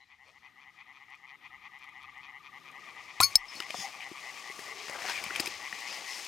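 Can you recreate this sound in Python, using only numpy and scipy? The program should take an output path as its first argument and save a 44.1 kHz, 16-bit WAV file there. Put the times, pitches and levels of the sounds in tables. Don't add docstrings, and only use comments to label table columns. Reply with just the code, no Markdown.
import sys
import numpy as np
from scipy import signal
from scipy.fft import rfft, irfft
from scipy.io import wavfile
from scipy.ndimage import uniform_filter1d

SR = 44100
rng = np.random.default_rng(int(sys.argv[2]) if len(sys.argv) > 2 else 0)


def master(y):
    cut = np.clip(np.atleast_2d(y).T, -1, 1)
    pcm = np.round(cut * 32767)
    wavfile.write(sys.argv[1], SR, pcm.astype(np.int16))


def boost_factor(decibels):
    exponent = np.asarray(decibels, float) / 20
    return 10 ** exponent


N = 276843
TIME = np.arange(N) / SR
CLOSER = (TIME > 2.75).astype(float)
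LANDING_S = 3.3554
OPPOSITE = np.array([[1], [-1]])

# note_start_hz, note_end_hz, pulse_rise_s, pulse_fall_s, level_db
BIG_THROAT = [(1923, 2081, 0.0009, 0.0018, 0.93), (770, 824, 0.0027, 0.0031, -16),
              (854, 1112, 0.0028, 0.0013, -13), (2900, 2870, 0.00089, 0.00063, -12.5),
              (4200, 7200, .0003, 0.00045, -27)]
SMALL_THROAT = [(2353, 2456, 0.00031, 0.0041, -5), (995, 1120, 0.00088, 0.00082, -5.5),
                (1880, 2170, 0.001, 0.00055, -3), (3300, 3270, 0.00043, 0.00048, -7),
                (4340, 4400, 0.00021, 0.00068, -14.5), (5560, 5900, .0002, .0004, -17.5)]
EVEN_SWELL = [-7, 1.3, 2.1, -1.5]
# middle_s, length_s, rise_db
MOVEMENTS = [
    (.3, 0.23, 5),
    (2.01, 0.5, 2),
    (2.9, 0.76, 4),
    (3.31, 0.27, 8.5),
    (3.58, 0.16, 4.5),
    (3.81, 0.24, 8),
    (4.39, 0.8, 4.5),
    (4.62, 0.33, 3),
    (5.09, 0.59, 6.5),
    (5.42, 0.21, 4.5),
]


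def unit(x):
    return x / np.sqrt(np.mean(x ** 2))


def add(track, start_s, sound):
    i = int(round(start_s * SR))
    part = sound[max(-i, 0):max(N - i, 0)]
    first = max(i, 0)
    track[first:first + len(part)] += part


def colour(x, shape):
    hz, db = np.transpose(shape)
    log_hz = np.log(np.arange(len(x) // 2 + 1) * SR / len(x) + 1)
    level_db = np.interp(log_hz, np.log(hz), db, left=-80, right=-80)
    return unit(irfft(rfft(x) * boost_factor(level_db), len(x)))


def walk(rate_hz):
    k = int(SR / rate_hz)
    steps = np.repeat(rng.standard_normal(N // k + 1), k)
    return uniform_filter1d(uniform_filter1d(steps, k), k)[:N]


def swells(events):
    return sum(height * np.clip(1 - 2 * np.abs(TIME - s) / length, 0, 1) for s, length, height in events)


def fade_db(s):
    began_s, full_s = -0.82, 2.26
    return 20 * np.log10(np.clip((s - began_s) / (full_s - began_s), .01, 1))


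def fade(t60):
    t = np.arange(int(t60 * SR)) / SR
    return t, np.exp(-np.log(1000) * t / t60)


def ring(modes, longest=.4, rise=1e-5):
    out = np.zeros(SR // 2)
    for hz, db, t60 in modes:
        t, env = fade(min(t60, longest))
        out[:len(t)] += boost_factor(db) * env * np.sin(2 * np.pi * hz * t)
    return out * np.minimum(np.arange(SR // 2) / SR / rise, 1)


def crack(db, t60, low_hz=1500, high_hz=11000):
    t, env = fade(t60)
    burst = .5 * boost_factor(db) * env * np.minimum(t / 0.00054, 1) * rng.standard_normal(len(env))
    band = signal.butter(2, [low_hz, high_hz], "band", fs=SR, output="sos")
    return signal.sosfilt(band, burst)


def grit(depth_db):
    sizes = np.repeat(np.minimum(rng.exponential(size=N // 40 + 1), 5), 40)[:N]
    return rng.standard_normal(N) * boost_factor(depth_db * uniform_filter1d(sizes, 30))


def reeds(t60):
    tail = crack(0, t60, low_hz=397)
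    return tail / np.sqrt(np.sum(tail ** 2))


def night_air():
    # pitch_hz, level_db (per Hz)
    hush = [(70, -40), (120, -2), (350, -6.5), (630, -18.5), (1500, -10.5), (4000, -11.5), (6000, -44),
            (8500, -29), (14500, -25.5), (15300, -35)]
    air_db = -76 + fade_db(TIME) - 1.5 * CLOSER + .46 * swells(MOVEMENTS)
    swell = boost_factor(air_db + 8 + 2 * walk(5.48))
    shared, apart = (colour(rng.standard_normal(N), hush) * swell for _ in range(2))
    return shared + .53 * apart * OPPOSITE


def breeze():
    # pitch_hz, level_db (per Hz)
    rumble = [(18, -21), (40, -6.5), (80, 2.5), (130, -3)]
    # middle_s, length_s, rise_db
    gusts = [
        (.4, 0.54, 1),
        (1.55, 0.33, 12),
        (2.08, 0.46, 10),
        (3.27, .35, 5),
        (5.27, 0.84, 14.5),
        (5.55, 0.54, 7),
    ]
    level_db = -83.5 + 2 * CLOSER + swells(gusts) + 2.2 * walk(4.1)
    return colour(rng.standard_normal(N), rumble) * boost_factor(level_db)


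def croaks(notes, throat, scatter_db, rough, swell_db, count=9):
    out, t = np.zeros(N), np.arange(-SR // 110, SR // 90) / SR
    hz0, hz1, rise, decay, part_db = np.transpose(throat)[:, :, None]
    hump = boost_factor(part_db) * np.exp(-.5 * (t / np.where(t < 0, rise, decay)) ** 2)
    swell_db = np.interp(np.linspace(0, 1, count), [0, .35, .7, 1], swell_db)
    for start, rate, db in notes:
        for j, chance in enumerate(rng.standard_normal((count, 4, len(throat), 1))):
            hz = hz0 + (hz1 - hz0) * (j / (count - 1)) ** 0.67
            hz = hz * (1 + rough * chance[0])
            phase = 40 * rough * chance[2]
            wave = boost_factor(scatter_db * chance[1]) * np.sin(2 * np.pi * hz * t + phase)
            centre = start + (j - .012 * j * j) / rate + .015 * rough * chance[3, 0, 0]
            add(out, centre + t[0], np.sum(hump * wave, axis=0) * boost_factor(db + swell_db[j]))
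    return out


def frogs():
    leader = [.043, .249, .487, .706, .929, 1.146, 1.359, 1.569, 1.782, 2.002, 2.210, 2.385, 2.584, 2.795,
              3.013, 3.428]
    follower = [.151, .384, .605, .825, 1.040, 1.263, 1.476, 1.682, 1.898, 2.105, 2.313]
    small_early = [.140, .308, .478, .648, .828, .988, 1.160, 1.316, 1.480, 1.678, 1.857, 2.058, 2.270,
                   2.484, 2.703, 2.912]
    # last_pulse_s, level_db
    big_late = [(3.23, -45), (3.455, -44.5), (3.666, -43), (3.871, -41.5), (4.080, -42), (4.302, -41.5),
                (4.514, -41.5), (4.727, -41.5), (4.940, -42), (5.345, -41), (5.560, -45), (5.675, -40.5),
                (5.773, -47), (5.876, -39.5), (5.988, -43), (6.122, -40), (6.198, -45)]
    small_late = [(3.127, -48), (3.559, -48), (3.967, -48), (4.197, -46), (4.398, -47), (4.625, -68),
                  (4.830, -48), (5.292, -43), (5.690, -46.5), (5.802, -49), (5.902, -47), (6.125, -57)]
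    late_swell = [-10.5, -5, 4, 0.5]
    small_swell = [-11, -0.5, 3.5, -3]
    close_swell = [-7, -2, 1, 0]

    def early(times, db):
        return [(s, db + fade_db(s)) for s in times]

    def notes(rows, note_s=.0618, pulse_hz=121):
        return [(s - note_s, pulse_hz, db) for s, db in rows]

    lead = croaks(notes(early(leader, -47)), BIG_THROAT, .8, .004, EVEN_SWELL)
    lead += croaks(notes(big_late, .0717, 112), BIG_THROAT, 1.2, .006, close_swell, count=10)
    follow = croaks(notes(early(follower, -48)), BIG_THROAT, .8, .004, late_swell)
    small_rows = early(small_early, -49) + list(small_late)
    small = croaks(notes(small_rows), SMALL_THROAT, 1.7, .02, small_swell)
    return boost_factor(3.5) * (lead + follow) + boost_factor(4.0) * small


def trill(pulses, db, top_hz, fall_hz, duty):
    place = (pulses + .5) % 1 - .5
    number = (pulses + .5).astype(int)
    size = boost_factor(2.2 * rng.standard_normal(400))[number]
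    env = np.cos(np.pi * np.clip(place / duty, -.5, .5)) ** 2.4
    arch = 2 * (np.clip(place / duty + .5, 0, 1) - .25) ** 2
    hz = top_hz * (1 + .012 * rng.standard_normal(400))[number] - fall_hz * arch
    return boost_factor(db) * size * env * np.sin(2 * np.pi * np.cumsum(hz) / SR)


def toads():
    # time_s, pulses_so_far
    progress = [(0, .64), (.15, 3.78), (.9, 24.05), (1.9, 50.3), (2.4, 62.77), (2.65, 68.78), (3.15, 80.17),
                (3.65, 92.69), (4.9, 123.2), (5.68, 143), (6.007, 152), (6.28, 159.18)]
    # time_s, level_db
    loudness = [(0, -87), (.4, -63.5), (1, -60.5), (1.9, -53), (2.3, -52), (2.8, -50), (4.5, -49.5),
                (5, -49), (5.6, -47.5), (6.28, -51)]
    # middle_s, length_s, level_db
    answers = [
        (2.25, 0.36, -63),
        (4.476, 0.59, -46.5),
        (5.3, 0.58, -52),
    ]
    pulses = np.interp(TIME, *np.transpose(progress))
    first_db = np.interp(TIME, *np.transpose(loudness))
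    hz = 1282 - 17 * TIME
    answer = swells([(s, length, boost_factor(db)) for s, length, db in answers])
    first = trill(pulses, first_db, hz - 12, 150, .74)
    second = answer * trill(pulses + .5, 0, hz - 20, 80, .45)
    gulp = trill(pulses + .4, first_db - 9, hz - 215, -60, .24)
    return first + second + gulp


def far_chorus(count=70):
    out = 0
    for k, size in enumerate(np.linspace(.95, 1.07, 8)):
        throat = np.array((BIG_THROAT, SMALL_THROAT)[k % 2][:4]) * [size, size, 1, 1, 1]
        note = croaks([(.01, 123.9, 0)], throat, 5.1, .03, EVEN_SWELL)[:SR // 8]
        starts = np.zeros(N)
        starts[rng.integers(N, size=count)] = 1
        out = out + signal.fftconvolve(starts, signal.fftconvolve(note, reeds(.1)))[:N]
    return unit(out)


def pond(duck):
    near = frogs() + toads()
    tail = boost_factor(-19) * signal.fftconvolve(near, reeds(.05))[:N]
    far_db = -60 + fade_db(TIME) + 5.5 * CLOSER
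    return near + tail + duck ** .5 * far_chorus() * boost_factor(far_db)


def cloth():
    # time_s, level_db
    nearness = [(0, -76), (.2, -76), (.3, -73.5), (2.3, -72), (2.9, -63.5), (3.2, -58), (3.7, -51),
                (4.2, -54), (4.9, -48.5), (5.5, -46.5), (5.95, -45), (6.28, -45)]
    # pitch_hz, level_db (per Hz)
    swish = [(1600, -8.5), (1900, -2.5), (2400, -0.5), (3800, -7), (5200, -4), (6800, -12), (9000, -36)]
    hiss = [(6000, -11), (8500, -6), (11000, -11), (14800, -17), (15300, -18), (16500, -29)]
    rub = [(120, -16.5), (300, -4), (550, -2), (800, 3), (1250, -2.5), (1550, -3)]
    # level_db over the cloth, follows_nearness (dB per dB), follows_movements (dB per dB)
    balance = [
        (0.66, 1.033, 0.61),
        (-12, 1.126, 1.2),
        (-7, 1.22, 1.22),
    ]
    busy_db, quick_db = np.interp(TIME, *np.transpose(nearness)), swells(MOVEMENTS)
    busiest_db = busy_db.max()
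    flutter, bright, dull = walk(16), grit(1.72), grit(1.0)
    settle_db = np.interp(TIME, (6.02, 6.03), (0, -5))
    sources = [(swish, bright, 1.2, 0), (hiss, bright, 1.2, 0), (rub, dull, 3.0, settle_db)]
    out = 0
    for (db, near, quick), (shape, grains, own_db, ease_db) in zip(balance, sources):
        level_db = db + busiest_db + near * (busy_db - busiest_db) + quick * quick_db + ease_db
        out = out + colour(grains, shape) * boost_factor(level_db + 1.2 * flutter + own_db * walk(30))
    return out


def scrapes():
    # start_s, end_s, pitch_hz, width_hz, level_db
    rough_bands = [(3.305, 3.348, 2280, 350, -47), (3.16, 3.2, 2070, 310, -50), (3.745, 3.87, 5700, 7500, -47.5),
                   (3.325, 3.338, 5500, 3000, -57), (0, 0.057, 4000, 200, -67), (0.062, 0.082, 4000, 200, -75),
                   (.005, .045, 3100, 250, -69), (.23, .33, 4300, 300, -75), (.22, .34, 5650, 250, -80),
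                   (.27, 0.3, 8300, 250, -81), (4.008, 4.05, 2540, 920, -44.5), (0.246, 0.338, 560, 230, -69),
                   (2.5, 3.4, 590, 630, -66.5), (3.5, 3.74, 5230, 230, -61), (3.743, 3.877, 5270, 840, -44.5),
                   (3.747, 3.865, 6550, 870, -47), (3.727, 3.853, 3500, 370, -51), (3.79, 3.901, 800, 100, -45),
                   (3.764, 3.837, 150, 80, -59), (3.913, 4.124, 797, 140, -54), (4.594, 4.933, 419, 67, -58),
                   (4.873, 5.093, 980, 830, -44.5), (4.997, 5.088, 1900, 1100, -43.5),
                   (5.082, 5.125, 4900, 760, -48), (5.042, 5.147, 1860, 1300, -46), (5.07, 5.14, 2800, 3400, -38),
                   (5.127, 5.217, 2180, 930, -40), (5.3, 5.315, 1360, 170, -40), (5.316, 5.41, 2260, 970, -41),
                   (5.867, 5.965, 5050, 820, -46), (6.063, 6.224, 5300, 1300, -49),
                   (6.053, 6.282, 6300, 6500, -50)]
    out, grains = np.zeros(N), grit(1.6)
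    for start, end, hz, width_hz, db in rough_bands:
        rough = grains[int(start * SR):int(end * SR)]
        band = signal.butter(2, [hz - width_hz / 2, hz + width_hz / 2], "band", fs=SR, output="sos")
        add(out, start, boost_factor(db) * unit(signal.sosfilt(band, rough)) * np.hanning(len(rough)) ** .45)
    return out


def ticks():
    # time_s, peak_db
    tick_times = [(1.101, -52), (1.152, -52), (1.7883, -52), (1.8194, -62), (1.84, -50), (1.8906, -53),
                  (2.0294, -51), (2.179, -54), (2.2144, -58), (2.7144, -47), (4.035, -51), (4.090, -40),
                  (4.137, -50), (4.203, -41), (4.3294, -51), (4.91, -37), (5.804, -32), (5.9194, -45),
                  (6.248, -28.5)]
    out = np.zeros(N)
    for s, db in tick_times:
        add(out, s, crack(db, .022, low_hz=4000))
    return out


def cap_opening():
    # time_s, crack_db, crack_t60_s, crack_lowest_hz, ring_db
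    bites = [
        (3.2028, -11, .016, 700, -37),
        (3.2052, -16, .035, 2000, -40),
        (3.2106, -13, .015, 7000, -36),
        (3.2115, -20, .012, 1400, -40),
        (3.2128, -12, .02, 7000, -36),
        (3.2195, -19, .04, 2500, -31),
        (3.2258, -22, .03, 4000, -19),
        (3.2305, -22, .04, 4000, -11.5),
        (3.2335, -24, .07, 2500, -30),
        (3.2408, -19, .03, 7000, -24),
    ]
    cap_hz = [2229, 2380, 4053, 4404, 4674, 5206, 6449, 9033, 10090, 10820, 11940, 12610, 13090, 14030]
    # level_db, t60_s
    cap_strength = [(-19, .17), (-21, .08), (-16, .07), (-2, .1), (-10, .12), (-4, .058), (-10, .11),
                    (-19, .14), (-30, .15), (-3, .035), (-29, .14), (-26, .12), (-13, .04), (-19, .1)]
    # pitch_hz, peak_db, t60_s
    neck = [(830, -25.5, 0.04), (372, -36, 0.036), (2500, -15, 0.019), (3940, -9.5, 0.014),
            (7360, -13, 0.021)]
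    out, scrape = np.zeros(N), np.zeros(N)
    for s, crack_db, t60, low_hz, ring_db in bites:
        add(out, s, crack(crack_db, t60, low_hz, 12000))
        rough = rng.standard_normal(int(.002 * SR))
        push = irfft(np.exp(1j * np.angle(rfft(rough))), len(rough))
        add(scrape, s, boost_factor(ring_db) * push)
    add(out, bites[0][0], np.convolve(ring(neck), np.hanning(9) / 4))
    add(out, bites[0][0], pop())
    cap = ring(np.column_stack([cap_hz, cap_strength]), longest=.2, rise=.002)
    return out + signal.fftconvolve(scrape, cap)[:N]


def pop():
    # shut_hz, open_hz, opening_s, peak_db, t60_s, stops_after_s
    air_tones = [
        (860, 1470, .0095, -17, .11, .039),
        (960, 1116, .015, -26, .23, .2),
        (140, 100, .008, -37, .2, .2),
        (760, 800, .01, -20, .04, .014),
    ]
    out = np.zeros(SR // 4)
    for shut_hz, open_hz, opening, db, t60, stop in air_tones:
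        t, env = fade(t60)
        hz = open_hz + (shut_hz - open_hz) * np.exp(-t / opening)
        gate = np.clip(np.minimum(t / .0022, (stop - t) / .006), 0, 1)
        out[:len(t)] += boost_factor(db) * env * gate * np.sin(2 * np.pi * np.cumsum(hz) / SR)
    return out


def cap_wobbles():
    # time_s, pitch_hz, peak_db, t60_s
    wobbles = [(3.2265, 2180, -26, .03), (3.2315, 2350, -25, 0.044), (3.2395, 2400, -33, .03),
               (3.2415, 10820, -25, 0.028), (3.252, 15400, -52, .15), (3.358, 12560, -42, .07),
               (3.362, 14030, -50, .08), (3.232, 10820, -33, 0.027), (3.2325, 5206, -21, .05),
               (3.2035, 7590, -21, .02), (3.2113, 8500, -15.5, 0.022), (3.2108, 9860, -17.5, .018),
               (3.211, 11400, -21, .025), (3.2115, 12400, -22, .015), (3.211, 5510, -20, .015),
               (3.2112, 6910, -22, .015), (3.212, 14200, -28, .015), (3.374, 4400, -52, 0.092),
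               (3.362, 8600, -59, 0.18), (3.38, 6100, -63, 0.18), (3.483, 5215, -41.5, .1),
               (3.498, 5215, -44, 0.11), (3.561, 4380, -38.5, 0.07), (3.585, 5215, -49, .08),
               (3.356, 350, -30, 0.013), (3.357, 1220, -34, .008)]
    out = np.zeros(N)
    for s, hz, db, t60 in wobbles:
        add(out, s, ring([(hz, db, t60)], rise=.00068))
    return out


def cap_landing():
    # pitch_hz, peak_db, t60_s
    modes = [(5208, -1.5, 0.032), (4604, 4, 0.0063), (4070, -30, 0.05), (5460, -28, 0.14),
             (8730, -8, 0.022), (7420, 1, 0.0045), (12560, -20, .057), (14750, -4, 0.013),
             (10700, -10, 0.011), (2240, -22.5, 0.025), (6500, -16, 0.018), (4730, -26, 0.062),
             (70, -32, 0.036), (30.005, -53, 0.33)]
    # pitch_hz, peak_db, t60_s
    first_touch = (5200, -22, .005)
    out = np.zeros(N)
    damping_db = np.interp(np.arange(SR // 2) / SR, [0, .0003, .016, .019, .5], [-30, 0, 0, -14, -14])
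    add(out, LANDING_S, np.convolve(ring(modes[:-2]) * boost_factor(damping_db), np.hanning(5) / 2))
    add(out, LANDING_S, np.convolve(ring(modes[-2:]), np.hanning(201) / 100))
    add(out, LANDING_S, crack(-19, .018, low_hz=2600))
    add(out, LANDING_S + .004, crack(-34, .07, 4500, 10000))
    add(out, LANDING_S - .002, crack(-40, .0082, 3500, 15000))
    add(out, LANDING_S - .0017, ring([first_touch], rise=.0005))
    return out


def thuds():
    # time_s, peak_db, pitch_hz
    pushes = [(3.552, -49, 273), (3.6, -41.5, 354), (3.702, -37.5, 644), (3.747, -30.5, 720),
              (3.569, -47, 305), (3.786, -42, 187.6), (4.114, -37.5, 338), (4.499, -42.5, 415),
              (4.59, -40.5, 412), (4.896, -37.5, 577), (5.261, -45, 192), (5.399, -29, 316),
              (5.401, -31, 1170), (5.309, -41.5, 400), (5.452, -46, 300), (5.727, -50, 200),
              (5.474, -37.5, 370)]
    out = np.zeros(N)
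    for s, db, hz in pushes:
        add(out, s, np.convolve(ring([(hz, db + 2.5, .032)]), np.hanning(60) / 25))
    return out


def knocks():
    # time_s, crack_peak_db, clack_hz, clack_minus_crack_db, crack_t60_s
    hits = [(3.553, -36, 2200, -2, 0.022), (3.581, -38, 2000, -3, .015), (3.623, -37.5, 2380, 10.5, .015),
            (3.633, -45, 2600, 10, .015), (4.0078, -48, 2500, 12, .02), (4.897, -30, 2000, -1, .015),
            (4.9885, -41, 2110, 10, 0.013), (5.021, -39, 1890, 11, 0.013), (5.053, -38, 1800, 4, .015),
            (5.086, -36, 1900, 7, .015), (5.0905, -38, 3470, 2, .015), (5.0985, -33, 3500, 4, .015),
            (5.264, -43, 2420, 12, 0.014), (5.3525, -42, 2520, 11, 0.014), (5.47, -31, 2500, 11, .015),
            (3.6024, -22.5, 2921, 2, 0.0073), (3.604, -32, 1360, 5.5, 0.017),
            (3.7057, -29, 2460, 8, 0.0092), (3.7438, -40, 830, 15.5, 0.017),
            (4.0052, -49.5, 2370, 21.5, 0.026), (4.5923, -35.5, 1810, 3.5, 0.03),
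            (4.8832, -32, 2040, -1, 0.0075), (5.0957, -32.5, 1150, 7, 0.048),
            (5.157, -40.5, 2420, 18.5, 0.02), (5.2395, -23, 2350, -0.5, 0.016),
            (5.3075, -45, 1970, 18.5, 0.031), (5.36, -23, 2440, 6, 0.031), (5.398, -15.5, 2540, -5, 0.0079),
            (5.4017, -16, 2740, -12, 0.034), (5.459, -20, 2240, -8, 0.019), (5.474, -23.5, 2550, 4, 0.024),
            (5.7275, -42, 1930, 20, 0.025), (6.1543, -45, 2100, -2, 0.033)]
    scuff_s, muffled_from_s = .004, 5.05
    out = np.zeros(N)
    for s, db, hz, clack_db, t60 in hits:
        clack = [(hz, db + clack_db, .011), (hz * 1.225, db + clack_db - 2.5, .008), (5000, db - 2.5, .007)]
        knock = ring(clack, rise=.00052)
        add(knock, 0, crack(db, t60))
        if s > muffled_from_s:
            scuff = rng.standard_normal(int(scuff_s * SR)) * np.hanning(int(scuff_s * SR))
            knock = signal.fftconvolve(knock, scuff / np.sqrt(np.sum(scuff ** 2)))
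            s = s - scuff_s / 2
        add(out, s, knock)
    return out


def snaps():
    # time_s, peak_db
    snap_times = [(4.883, -27), (4.897, -30), (4.913, -31), (5.021, -29), (5.053, -29), (5.086, -28),
                  (5.0895, -28), (5.098, -28), (5.121, -30), (5.2395, -32), (5.264, -31), (5.307, -29),
                  (5.352, -27), (5.361, -28), (5.3985, -24), (5.459, -30), (5.7265, -33)]
    # pitch_hz, level_db, t60_s
    body = [(1490, -4, .003), (2600, -4, 0.0025), (4500, -8, .002)]
    out = np.zeros(N)
    for s, db in snap_times:
        add(out, s, boost_factor(db) * ring(body))
    return out


def squeaks():
    # start_s, end_s, start_hz, end_hz, level_db
    slides = [
        (5.128, 5.205, 2500, 2300, -41.5),
        (5.083, 5.12, 880, 1000, -41.5),
        (4.94, 4.968, 1600, 1600, -46),
        (5.04, 5.06, 657, 810, -41),
        (5.22, 5.25, 1100, 1300, -51),
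        (5.88, 5.935, 2200, 2900, -49),
    ]
    width_hz = 200
    out = np.zeros(N)
    for start, end, hz0, hz1, db in slides:
        size = int((end - start) * SR)
        rough = uniform_filter1d(rng.standard_normal((2, SR // 8)), int(SR / width_hz))[:, :size]
        turn = 2 * np.pi * np.cumsum(np.linspace(hz0, hz1, size)) / SR
        tone = (.12 + rough[0]) * np.sin(turn) + rough[1] * np.cos(turn)
        add(out, start, boost_factor(db) * unit(tone) * np.hanning(size) ** .3)
    return out


def scene():
    since = TIME - LANDING_S
    duck = boost_factor(-11 * (since > 0) * np.exp(-(since / .097) ** 4))
    handling = ticks() + thuds() + knocks() + snaps()
    no_bass = signal.butter(3, 110, "high", fs=SR, output="sos")
    small = signal.sosfilt(no_bass, handling + duck * scrapes() + squeaks())
    folds = cloth()
    low = signal.butter(2, 500, fs=SR, output="sos")
    wide = signal.sosfilt(low, np.roll(folds + small, SR // 200))
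    background = boost_factor(-12.5) * wide * OPPOSITE + folds + night_air() + breeze()
    bottle = cap_opening() + cap_wobbles() + cap_landing()
    return duck * background + pond(duck) + small + bottle


def top_cut(x):
    return signal.sosfilt(signal.butter(12, 17880, fs=SR, output="sos"), x)


def record(dry):
    balance_db, ceiling, top_hz = 7, .52, 16600
    gain = boost_factor(np.array([[balance_db], [-balance_db]]) / 2)
    soft = ceiling * np.tanh(dry / ceiling) * gain / gain.mean()
    cut = signal.sosfilt(signal.ellip(8, .2, 70, top_hz, fs=SR, output="sos"), soft)
    return top_cut(cut)


dry = scene()
out = record(dry)
master(out)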